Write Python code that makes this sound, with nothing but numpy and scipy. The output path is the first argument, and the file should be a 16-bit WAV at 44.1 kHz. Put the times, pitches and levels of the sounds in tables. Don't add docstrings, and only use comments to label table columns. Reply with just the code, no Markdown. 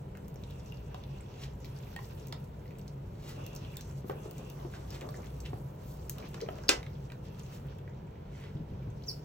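import sys
import numpy as np
from scipy import signal
from scipy.fft import rfft, irfft, next_fast_len
from scipy.io import wavfile
from scipy.ndimage import uniform_filter1d, map_coordinates

SR = 44100
rng = np.random.default_rng(int(sys.argv[2]) if len(sys.argv) > 2 else 0)


def wav_record(signal):
    frames = np.transpose(np.atleast_2d(signal))
    bounded = np.clip(frames, -1, 1)
    quanta = np.round(bounded * 32767).astype(np.int16)
    wavfile.write(sys.argv[1], SR, quanta)


N = 407484

# start and length in seconds, rub and fur hiss levels in dB.
STROKES = [(0.39, 0.92, -65.5, -87), (1.6, 0.54, -62, -68), (3.38, 0.47, -62, -70), (4.063, 0.66, -62, -69),
           (4.87, 0.44, -63.5, -68.5), (5.4, 0.67, -74, -69.5), (6.137, 0.57, -59, -72.5),
           (7.22, 0.35, -60.5, -73), (8.324, 0.069, -67.5, -75), (8.701, 0.65, -68, -88)]
# time in seconds, fur hiss level in dB.
HOLD_HISS = [(0, -74), (2.8, -74), (6.0, -75), (7.6, -73.5), (8.0, -95.5), (8.6, -81.5), (9.2, -82)]
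# frequency in Hz, level in dB.
RUB_SPECTRUM = [(400, -21.5), (900, 5), (1500, -2), (2000, -6.5), (2750, -2.5), (3800, -7), (6000, -5),
                (12000, -47.5)]
FUR_SPECTRUM = [(1500, -26), (3500, -7.5), (5500, -7.5), (8500, 1), (12000, -0.5), (15500, -4.5)]
PAD_SPECTRUM = [(120, -24), (240, 2), (400, 2), (700, -2), (1200, -9), (2500, -38)]
CRINKLE_HZ = [1500, 2300, 3400, 4800, 6500]
# peak time in seconds, level in dB, rise and fall in seconds,
# centre in Hz, bandwidth over centre.
SWISHES = [(1.44, -50, 0.038, 0.017, 2520, 2.2), (3.299, -51, 0.054, 0.042, 2340, 3.2),
           (4.745, -54.5, 0.022, 0.035, 1390, 3.3), (4.955, -49, 0.033, 0.015, 2280, 2.6),
           (5.463, -43.5, 0.0089, 0.0042, 2750, 0.81), (5.901, -57, 0.054, 0.049, 9000, 3.1),
           (7.543, -58.5, 0.029, 0.037, 5950, 2.3), (8.445, -57, 0.1, 0.038, 1860, 1.33),
           (9.1, -58, 0.039, 0.07, 7930, 2.9)]
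# start and length in seconds, level in dB.
LEASH_PULLS = [(0.394, 1.07, -66.5), (1.695, 0.65, -69), (3.358, 0.35, -58.5), (4.15, 0.37, -64),
               (7.23, 0.26, -67)]
SHUFFLES = [(3.234, 0.35, -53), (4.15, 0.72, -53), (4.907, 0.29, -51), (5.35, 0.83, -57.5),
            (6.17, 0.44, -53)]
# start and length in seconds, pitch in Hz, level in dB.
GROANS = [(6.421, 0.019, 447, -33), (8.55, 0.01, 146, -28.5), (8.599, 0.018, 150.8, -31)]
# start in seconds, level in dB, centre in Hz,
# bandwidth over centre, relative snap level in dB.
TICKS = [(0.1513, -43, 1750, 0.43, -14), (0.172, -44, 1780, 0.74, 0), (0.176, -54, 14800, .3, -12),
         (0.2818, -45, 12900, 0.34, 2), (0.343, -51, 13000, 0.44, 6), (0.3585, -48, 5950, .3, -2),
         (0.4205, -55, 15000, .15, -21), (0.4368, -39.5, 3400, 0.59, -17), (0.505, -49, 15000, .25, -15),
         (0.508, -46, 3980, .6, -9), (0.7217, -41.5, 2820, 0.15, -3), (0.771, -49.5, 4600, .6, -12),
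         (0.9447, -38.5, 3070, 0.84, -6), (1.037, -42, 3400, 0.41, -15), (1.207, -46, 7860, 0.17, -15),
         (1.34, -48, 3000, 0.9, -13), (1.4356, -38.5, 3240, .8, -16), (1.6453, -40, 2910, 0.62, -14),
         (1.657, -43, 3580, .9, -10), (1.651, -47, 14000, .4, -8), (1.9627, -38.5, 3000, 0.89, 2),
         (2.045, -46, 4330, .4, -12), (2.271, -48.5, 5590, 0.46, 12.5), (2.283, -48, 6500, .6, 3),
         (2.3252, -28, 4220, 0.91, -12), (2.443, -55, 6000, 0.87, 7), (2.657, -51.5, 2100, 0.42, -8),
         (2.7077, -48, 2300, 0.39, -2), (2.717, -53, 2200, .3, -15), (2.754, -52, 2500, .4, -15),
         (2.785, -46, 7540, .5, -6), (2.7905, -48, 14500, .2, -6), (2.7938, -46, 2800, 1.2, -2),
         (2.814, -51, 5000, .6, -12), (2.879, -41.5, 4800, 0.77, -10), (3.293, -47, 7000, .8, 9),
         (3.465, -51, 2700, .7, 18), (3.551, -44, 6500, .7, 10), (3.562, -37, 5570, .35, 2),
         (3.7693, -39, 3700, 0.18, 12), (3.8095, -34.5, 6000, 1.6, -2), (4.084, -52, 2900, 0.54, 7),
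         (4.0975, -36, 1390, 0.67, -5), (4.311, -52.5, 2610, 0.76, 19.5), (4.381, -41.5, 7000, 0.67, -1),
         (4.5005, -44, 5070, 0.55, 8), (4.737, -41, 1500, 0.41, -8), (4.905, -39.5, 5170, 0.34, 2),
         (5.011, -35.5, 2300, 0.85, -6), (5.016, -37, 2000, 1.4, -12), (5.024, -41, 2400, 0.93, -8),
         (5.089, -43, 4500, .7, -6), (5.107, -47, 14000, .4, -10), (5.1423, -39, 1670, 0.58, -7),
         (5.2435, -42.5, 1970, 0.79, -17), (5.268, -46, 3500, 1, -10), (5.4035, -36, 6450, 0.72, -10),
         (6.0962, -27.5, 7700, 0.7, 7.5), (6.1837, -40.5, 3380, 0.71, 3), (6.288, -47, 12900, .5, -2),
         (6.343, -36.5, 4000, 1.2, -20), (6.405, -39, 2620, .6, -6), (6.4135, -32, 4560, 0.53, -13),
         (6.487, -41, 2800, 0.22, -8), (6.585, -43, 2050, 1.2, -6), (6.6835, -23, 4830, 0.12, -9),
         (6.829, -35, 1900, 1.3, -22), (6.8648, -39, 1940, 0.91, -19), (7.101, -42.5, 1990, 0.6, -15),
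         (7.1195, -38.5, 2110, 1.1, -5), (7.389, -51, 13800, .3, -12), (7.786, -49.5, 2200, 0.54, 3.5),
         (7.8774, -42, 1790, 0.46, -20.5), (9.0365, -46, 4630, 0.17, -21.5)]
# start in seconds, level in dB, pitch in Hz,
# scuff T60 in seconds, relative slap level in dB.
PATS = [(0.357, -44, 550, 0.03, -10), (2.325, -38, 730, 0.035, -4), (3.616, -40, 240, 0.15, -30),
        (4.043, -35.5, 285, 0.025, -12), (4.252, -38.5, 444, 0.045, -19), (5.01, -43.5, 510, 0.14, -23),
        (5.035, -41, 590, 0.046, -14), (5.529, -32, 96, 0.11, -36), (6.343, -39.5, 976, 0.022, -3.5),
        (6.585, -40, 606, .03, -12.5), (8.701, -36.5, 83.6, 0.12, -39), (8.746, -40, 166, 0.03, -32),
        (8.872, -33, 124.8, 0.037, -30)]
# start in seconds, level in dB, body pitch in Hz, its T60 in seconds,
# upper pitch in Hz, its T60 in seconds, its relative level in dB.
KNOCKS = [(0.945, -35.5, 750, 0.021, 993, 0.063, -9.5), (1.963, -32, 810, 0.03, 1870, 0.04, -2.5),
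          (1.9892, -36.5, 1040, 0.021, 1950, 0.015, -2), (4.0969, -24, 422, 0.022, 778, 0.019, -1),
          (4.1097, -33, 515, 0.025, 1500, 0.024, -11), (4.6488, -35, 360, 0.04, 720, 0.034, -5),
          (5.0878, -35.5, 623, 0.035, 1160, 0.033, -5), (5.532, -30, 327, 0.014, 740, 0.026, -9),
          (6.4878, -28, 660, 0.018, 1240, 0.056, -25)]
# start in seconds, level in dB.
CLACKS = [(6.6914, -2), (6.7144, -20.5)]
# frequency in Hz, relative level in dB, T60 in seconds.
CLASP_MODES = [(271, -3.5, 0.43), (329, 0, 0.2), (365, 1.5, 0.14), (396, 2.5, 0.19), (496, 0, 0.23),
               (571, 0, 0.28), (1050, -0.5, 0.15), (1307, 0, 0.19), (1413, -0.5, 0.2), (1590, 5, 0.12),
               (2014, 3.5, 0.19), (2490, 8, 0.087), (2664, 3, 0.15), (2720, -1, .13), (3000, 1, .15),
               (3000, 4.5, 0.15), (3580, 7.5, 0.11), (4250, 7, .11), (4802, 4.5, .13), (5470, 2, 0.12),
               (7250, -0.5, 0.073)]
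# frequency in Hz, level in dB.
CLASP_SPECTRUM = [(200, -39), (290, -5), (400, -2.5), (600, -1.5), (1000, 0), (1250, -6.5), (1550, -1.5),
                  (2000, -4), (2900, 2.5), (3800, -3.5), (5500, 1.5), (7500, -4), (9000, -5), (11000, -15),
                  (15000, -21)]
SQUEAK_ECHO_SPECTRUM = [(4000, -5.5), (4450, -6), (4950, -7.5), (5550, 7), (6200, 1), (12000, -1)]
# peak time in seconds, pitch in Hz, level in dB, pitch
SQUEAKS = [(9.07, 7100, -58.5, 0.039), (9.087, 5180, -31, 0.19)]
# frequency in Hz, level in dB.
DUCT_SPECTRUM = [(22, -31), (35, -9), (52, -3.5), (80, -7), (140, -1), (220, -12), (310, -16), (430, -12.5),
                 (570, -16.5), (650, -20), (970, -21.5), (1130, -30.5), (1400, -31), (1650, -36),
                 (3000, -39), (6000, -52.5), (15000, -53)]
# frequency in Hz, nominal width in Hz, level in dB.
HUM_MODES = [(60.8, 4.9, -53), (95.1, 17, -52.5), (135, 9.9, -48), (149.16, 2.9, -56), (171.3, 30, -63),
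             (194.3, 18.3, -59), (391.5, 4.8, -71), (573, 34, -72.5), (955, 45, -75)]
# frequency in Hz, T60 in seconds.
ROOM_T60 = [(150, 0.06), (500, 0.41), (2500, 0.21), (6000, 0.18), (15000, 0.14)]
# frequency in Hz, left-right correlation.
CORRELATION = [(120, 1), (300, 0.94), (500, 0.19), (800, -0.46), (1200, -0.021), (1900, 0.67),
               (3300, -0.069), (4200, 0.32), (4850, -0.41), (6000, 0.45), (7600, 0.024), (9200, -1),
               (11000, -1), (14500, 0.9)]
# frequency in Hz, left minus right in dB.
BALANCE = [(150, 0), (350, 3), (600, .3), (1100, -3), (2500, -.8), (5000, -.8), (8000, .8)]

EVENT_TIME_S = np.arange(SR // 2) / SR
CENTRED_TIME_S = np.arange(-(SR // 4), SR // 4) / SR


def handling(hold_rub_db=-73.5, crinkle_db=-6):
    hiss_db = np.interp(np.arange(N) / SR, *np.transpose(HOLD_HISS))
    rub_power, fur_power = amp(hold_rub_db) ** 2, amp(hiss_db) ** 2
    for start_s, length_s, rub_db, fur_db in STROKES:
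        speed = gesture(start_s, length_s, attack_s=0.046, release_s=0.2)
        rub_power += (amp(rub_db) * speed) ** 2
        fur_power += (amp(fur_db) * speed) ** 2
    rub_gain = np.sqrt(rub_power) * amp(-1.5 + 1.7 * wobble(35))
    rub = 0.95 * rush(RUB_SPECTRUM, amp(1.4 * wobble(700))) + amp(crinkle_db) * crinkles()
    fur_grains = amp(1.9 * wobble(1200) + 1.5 * wobble(150))
    fur = 1.03 * rush(FUR_SPECTRUM, fur_grains) + 0.39 * crackle()
    fur_gain = np.sqrt(fur_power) * amp(1 + 1.1 * wobble(30))
    return patchy(rub_gain * rub + fur_gain * fur, depth_db=2.5)


def crinkles(per_band_per_s=6.2):
    shape = (len(CRINKLE_HZ), N)
    steps = (rng.random(shape) < per_band_per_s / SR) * amp(2 * rng.standard_normal(shape))
    slips = signal.fftconvolve(steps, fade(0.017)[None], axes=1)[:, :N] * rng.standard_normal(shape)
    bands = [bandpass(slip, hz, 0.4 * hz) / np.sqrt(hz) for slip, hz in zip(slips, CRINKLE_HZ)]
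    return unit(in_room(sum(bands), wet_db=-5))


def crackle(catches_per_s=45):
    catches = (rng.random(N) < catches_per_s / SR) * amp(3.6 * rng.standard_normal(N))
    scrapes = signal.fftconvolve(catches, fade(0.007))[:N] * rng.standard_normal(N)
    return unit(in_room(bandpass(scrapes, 7600, 8000, stages=1), wet_db=-2.5))


def swishes():
    out, t = np.zeros((2, N)), CENTRED_TIME_S
    for peak_s, db, rise_s, fall_s, hz, breadth in SWISHES:
        grains = rng.standard_normal(len(t)) * amp(2.7 * wobble(500)[:len(t)])
        band = unit(bandpass(grains, hz, breadth * hz))
        add(out, peak_s + t[0], in_room(amp(db) * swell(rise_s, fall_s) * band, wet_db=-5))
    return out


def leash():
    pull = sum(amp(db) * gesture(start_s, length_s, attack_s=0.058, release_s=0.09)
               for start_s, length_s, db in LEASH_PULLS)
    flutter = amp(-4 + 3.1 * wobble(30))
    ribs = lambda f: resonance(f, 2720, 450) ** 2 + 0.5 * resonance(f, 3300, 400) ** 2
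    return pull * flutter * unit(filtered(rng.standard_normal((2, N)), ribs))


def shuffling():
    drag = sum(amp(db) * gesture(start_s, length_s, attack_s=0.034, release_s=0.1)
               for start_s, length_s, db in SHUFFLES)
    return drag * amp(-1.5 + 2.6 * wobble(22)) * rush(PAD_SPECTRUM)


def groans(ramp_cycles=2):
    out = np.zeros(N)
    for start_s, length_s, hz, db in GROANS:
        phase = 2 * np.pi * np.cumsum(hz * (1 + 0.08 * wobble(200))) / SR
        envelope = gesture(start_s, length_s, ramp_cycles / hz, ramp_cycles / hz)
        out += amp(db) * envelope * np.sin(phase + 0.24 * wobble(400))
    return in_room(out, wet_db=-8)


def ticks(rattle_t60_s=0.016, snap_t60_s=0.0083):
    out, impulse = np.zeros((2, N)), EVENT_TIME_S == 0
    for start_s, db, hz, breadth, snap_db in list(TICKS) + fidgets():
        rattle = peaked(bandpass(contact(rattle_t60_s), hz, breadth * hz))
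        strike = 0.5 * impulse + 0.7 * contact(snap_t60_s)
        snap = peaked(bandpass(strike, 10000, 13000, stages=1))
        near = in_room(amp(snap_db + 0.5) * snap, wet_db=-7)
        add(out, start_s, amp(db - 1.5) * (in_room(rattle, wet_db=-4) + near))
    return out


def fidgets(end_s=6, per_s=4, breadth=0.27, snap_db=-8.5):
    draws = rng.standard_normal((int(end_s * per_s), 3))
    return [(abs(k + 0.5 + 0.5 * late) / per_s, -60.5 + 3 * loud, 3160 * 2 ** (0.56 * high),
             breadth, snap_db) for k, (late, loud, high) in enumerate(draws)]


def pats(slap_ratio=1.9, slap_t60_s=0.027):
    out, t = np.zeros((2, N)), EVENT_TIME_S
    for start_s, db, hz, t60_s, slap_db in PATS:
        scuff = peaked(bandpass(contact(t60_s), hz, 0.72 * hz))
        push = np.sin(2 * np.pi * hz * t) * fade(1.2 * t60_s)
        onset = 1 - np.exp(-(t * hz) ** 2)
        thud = peaked(onset * (scuff + 0.8 * push))
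        slap_hz = slap_ratio * hz
        slap = peaked(bandpass(contact(slap_t60_s), slap_hz, 1.7 * slap_hz, stages=3))
        add(out, start_s, in_room(amp(db + 1) * (thud + amp(slap_db) * slap), wet_db=-3.5))
    return out


def knocks(force_rise_s=0.00041, crunch_db=-10.5, crunch_t60_s=0.034):
    out, t = np.zeros((2, N)), EVENT_TIME_S
    for start_s, db, body_hz, body_t60_s, upper_hz, upper_t60_s, upper_db in KNOCKS:
        body = np.sin(2 * np.pi * body_hz * t) * fade(body_t60_s)
        upper = amp(upper_db) * np.sin(2 * np.pi * upper_hz * t) * fade(upper_t60_s)
        notes = peaked((1 - np.exp(-t / force_rise_s)) * (body + upper))
        crunch = peaked(bandpass(contact(crunch_t60_s), upper_hz, 1.1 * upper_hz))
        add(out, start_s, in_room(amp(db) * (notes + amp(crunch_db) * crunch), wet_db=-7))
    return out


def clasp():
    out, t = np.zeros((2, N)), EVENT_TIME_S
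    blow = peaked(minimum_phase(CLASP_SPECTRUM))
    crack = np.pad(blow, (0, len(t) - len(blow)))
    for start_s, db in CLACKS:
        chatter = signal.fftconvolve(0.18 * contact(0.023), blow)[:len(t)]
        ring = np.zeros(len(t))
        for hz, mode_db, t60_s in CLASP_MODES:
            gain = amp(mode_db + rng.normal(0, 1))
            ring += gain * np.sin(2 * np.pi * (hz * t + rng.random())) * fade(t60_s)
        clack = in_room(crack, wet_db=0.5) + chatter + in_room(amp(-33) * ring, wet_db=-16.5)
        add(out, start_s, amp(db) * clack)
    return out


def squeak(glide_s=0.014):
    out, t = np.zeros((2, N)), CENTRED_TIME_S
    for peak_s, pitch_hz, db, swing in SQUEAKS:
        hz = pitch_hz * (1 - swing * np.tanh(t / glide_s))
        phase = 2 * np.pi * np.cumsum(hz * (1 + 0.013 * wobble(900)[:len(t)])) / SR
        tone = np.sin(phase) + amp(-15) * np.sin(2 * phase) + amp(-22) * np.sin(3 * phase)
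        grip = amp(2.5 * wobble(450)[:len(t)])
        direct = amp(db) * tone * grip * swell(rise_s=0.006, fall_s=0.0094)
        tail = in_room(direct, wet_db=2, stretch=1.1) - direct
        echo = filtered(tail, lambda f: amp(along(SQUEAK_ECHO_SPECTRUM, f)))
        add(out, peak_s + t[0], direct + echo)
    return out


def ventilation(duct_db=-46.5):
    def modes(f):
        return np.sqrt(sum(amp(db) ** 2 / width_hz * np.abs(resonance(f, hz, 1.085 * width_hz)) ** 4
                           for hz, width_hz, db in HUM_MODES))
    hum = filtered(rng.standard_normal((2, N)), modes) * np.sqrt(SR / 2)
    return hum + amp(duct_db) * rush(DUCT_SPECTRUM)


def in_room(x, wet_db, stretch=1, onset_s=0.0019):
    hz, t, noise = signal.stft(rng.standard_normal((2, SR // 2)), SR, nperseg=256)
    decay = amp(-60 * t / stretch / along(ROOM_T60, hz)[:, None])
    tail = signal.istft(noise * decay, SR, nperseg=256)[1]
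    tail *= np.minimum(np.arange(tail.shape[1]) / SR / onset_s, 1)
    tail /= np.linalg.norm(tail[0])
    return x + amp(wet_db) * signal.fftconvolve(x[None], tail, axes=1)[:, :len(x)]


def widen_stereo(pair):
    def shares(f):
        angle = np.arccos(np.clip(along(CORRELATION, f), -0.993, 0.993)) / 2
        return np.array([np.cos(angle), 1j * np.sin(angle)])
    mid, side = filtered(pair, shares)
    left_right = np.array([mid + side, mid - side])
    return filtered(left_right, lambda f: amp(np.outer([0.5, -0.5], along(BALANCE, f))))


def amp(db):
    return 10 ** (np.asarray(db) / 20)


def unit(x):
    return x / np.sqrt(np.mean(x ** 2) + 1e-20)


def peaked(x):
    return x / np.abs(x).max()


def along(points, hz):
    knots_hz, values = np.transpose(points)
    return np.interp(np.log(hz + 1), np.log(knots_hz + 1), values)


def wobble(knots_per_s):
    knots = rng.standard_normal(int(N * knots_per_s / SR) + 4)
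    return map_coordinates(knots, [np.arange(N) * knots_per_s / SR])


def gesture(start_s, length_s, attack_s, release_s):
    t = np.arange(N) / SR - start_s
    return (0.5 + 0.5 * np.tanh(2 * t / attack_s)) * np.exp(-np.maximum(t - length_s, 0) / release_s)


def swell(rise_s, fall_s):
    return np.exp(-np.abs(CENTRED_TIME_S) / np.where(CENTRED_TIME_S < 0, rise_s, fall_s))


def fade(t60_s):
    return 1000.0 ** (-EVENT_TIME_S / t60_s)


def contact(t60_s):
    return rng.standard_normal(SR // 2) * fade(t60_s)


def filtered(x, response):
    n = x.shape[-1]
    size = next_fast_len(n + SR // 4)
    return irfft(rfft(x, size) * response(np.fft.rfftfreq(size, 1 / SR)), size)[..., :n]


def resonance(f, hz, width_hz):
    return 1j * f * width_hz / (hz * hz - f * f + 1j * f * width_hz)


def bandpass(x, hz, width_hz, stages=2):
    return filtered(x, lambda f: resonance(f, hz, width_hz) ** stages)


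def minimum_phase(spectrum, size=2048):
    cepstrum = irfft(np.log(amp(along(spectrum, np.fft.rfftfreq(size, 1 / SR)))))
    fold = np.r_[1, np.full(size // 2 - 1, 2), 1, np.zeros(size // 2 - 1)]
    return irfft(np.exp(rfft(cepstrum * fold)))


def rush(spectrum, drive=1):
    return unit(filtered(drive * rng.standard_normal((2, N)), lambda f: amp(along(spectrum, f))))


def patchy(x, depth_db):
    spectra = signal.stft(x, nperseg=256)[2]
    field = rng.standard_normal(spectra.shape[1:])
    for axis in (0, 1, 0, 1):
        field = uniform_filter1d(field, size=16, axis=axis)
    return signal.istft(spectra * amp(depth_db * unit(field)), nperseg=256)[1][:, :N]


def add(track, start_s, sound):
    part = track[:, round(start_s * SR):][:, :sound.shape[1]]
    part += sound[:, :part.shape[1]]


def scene():
    rubbing = handling() + swishes() + leash() + shuffling() + groans()
    return widen_stereo(ventilation() + rubbing + ticks() + pats() + knocks() + clasp() + squeak())


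def record(dry, cutoff_hz=16100):
    return filtered(dry, lambda f: 1 / np.sqrt(1 + (f / cutoff_hz) ** 160))


dry = scene()
out = record(dry)
wav_record(out)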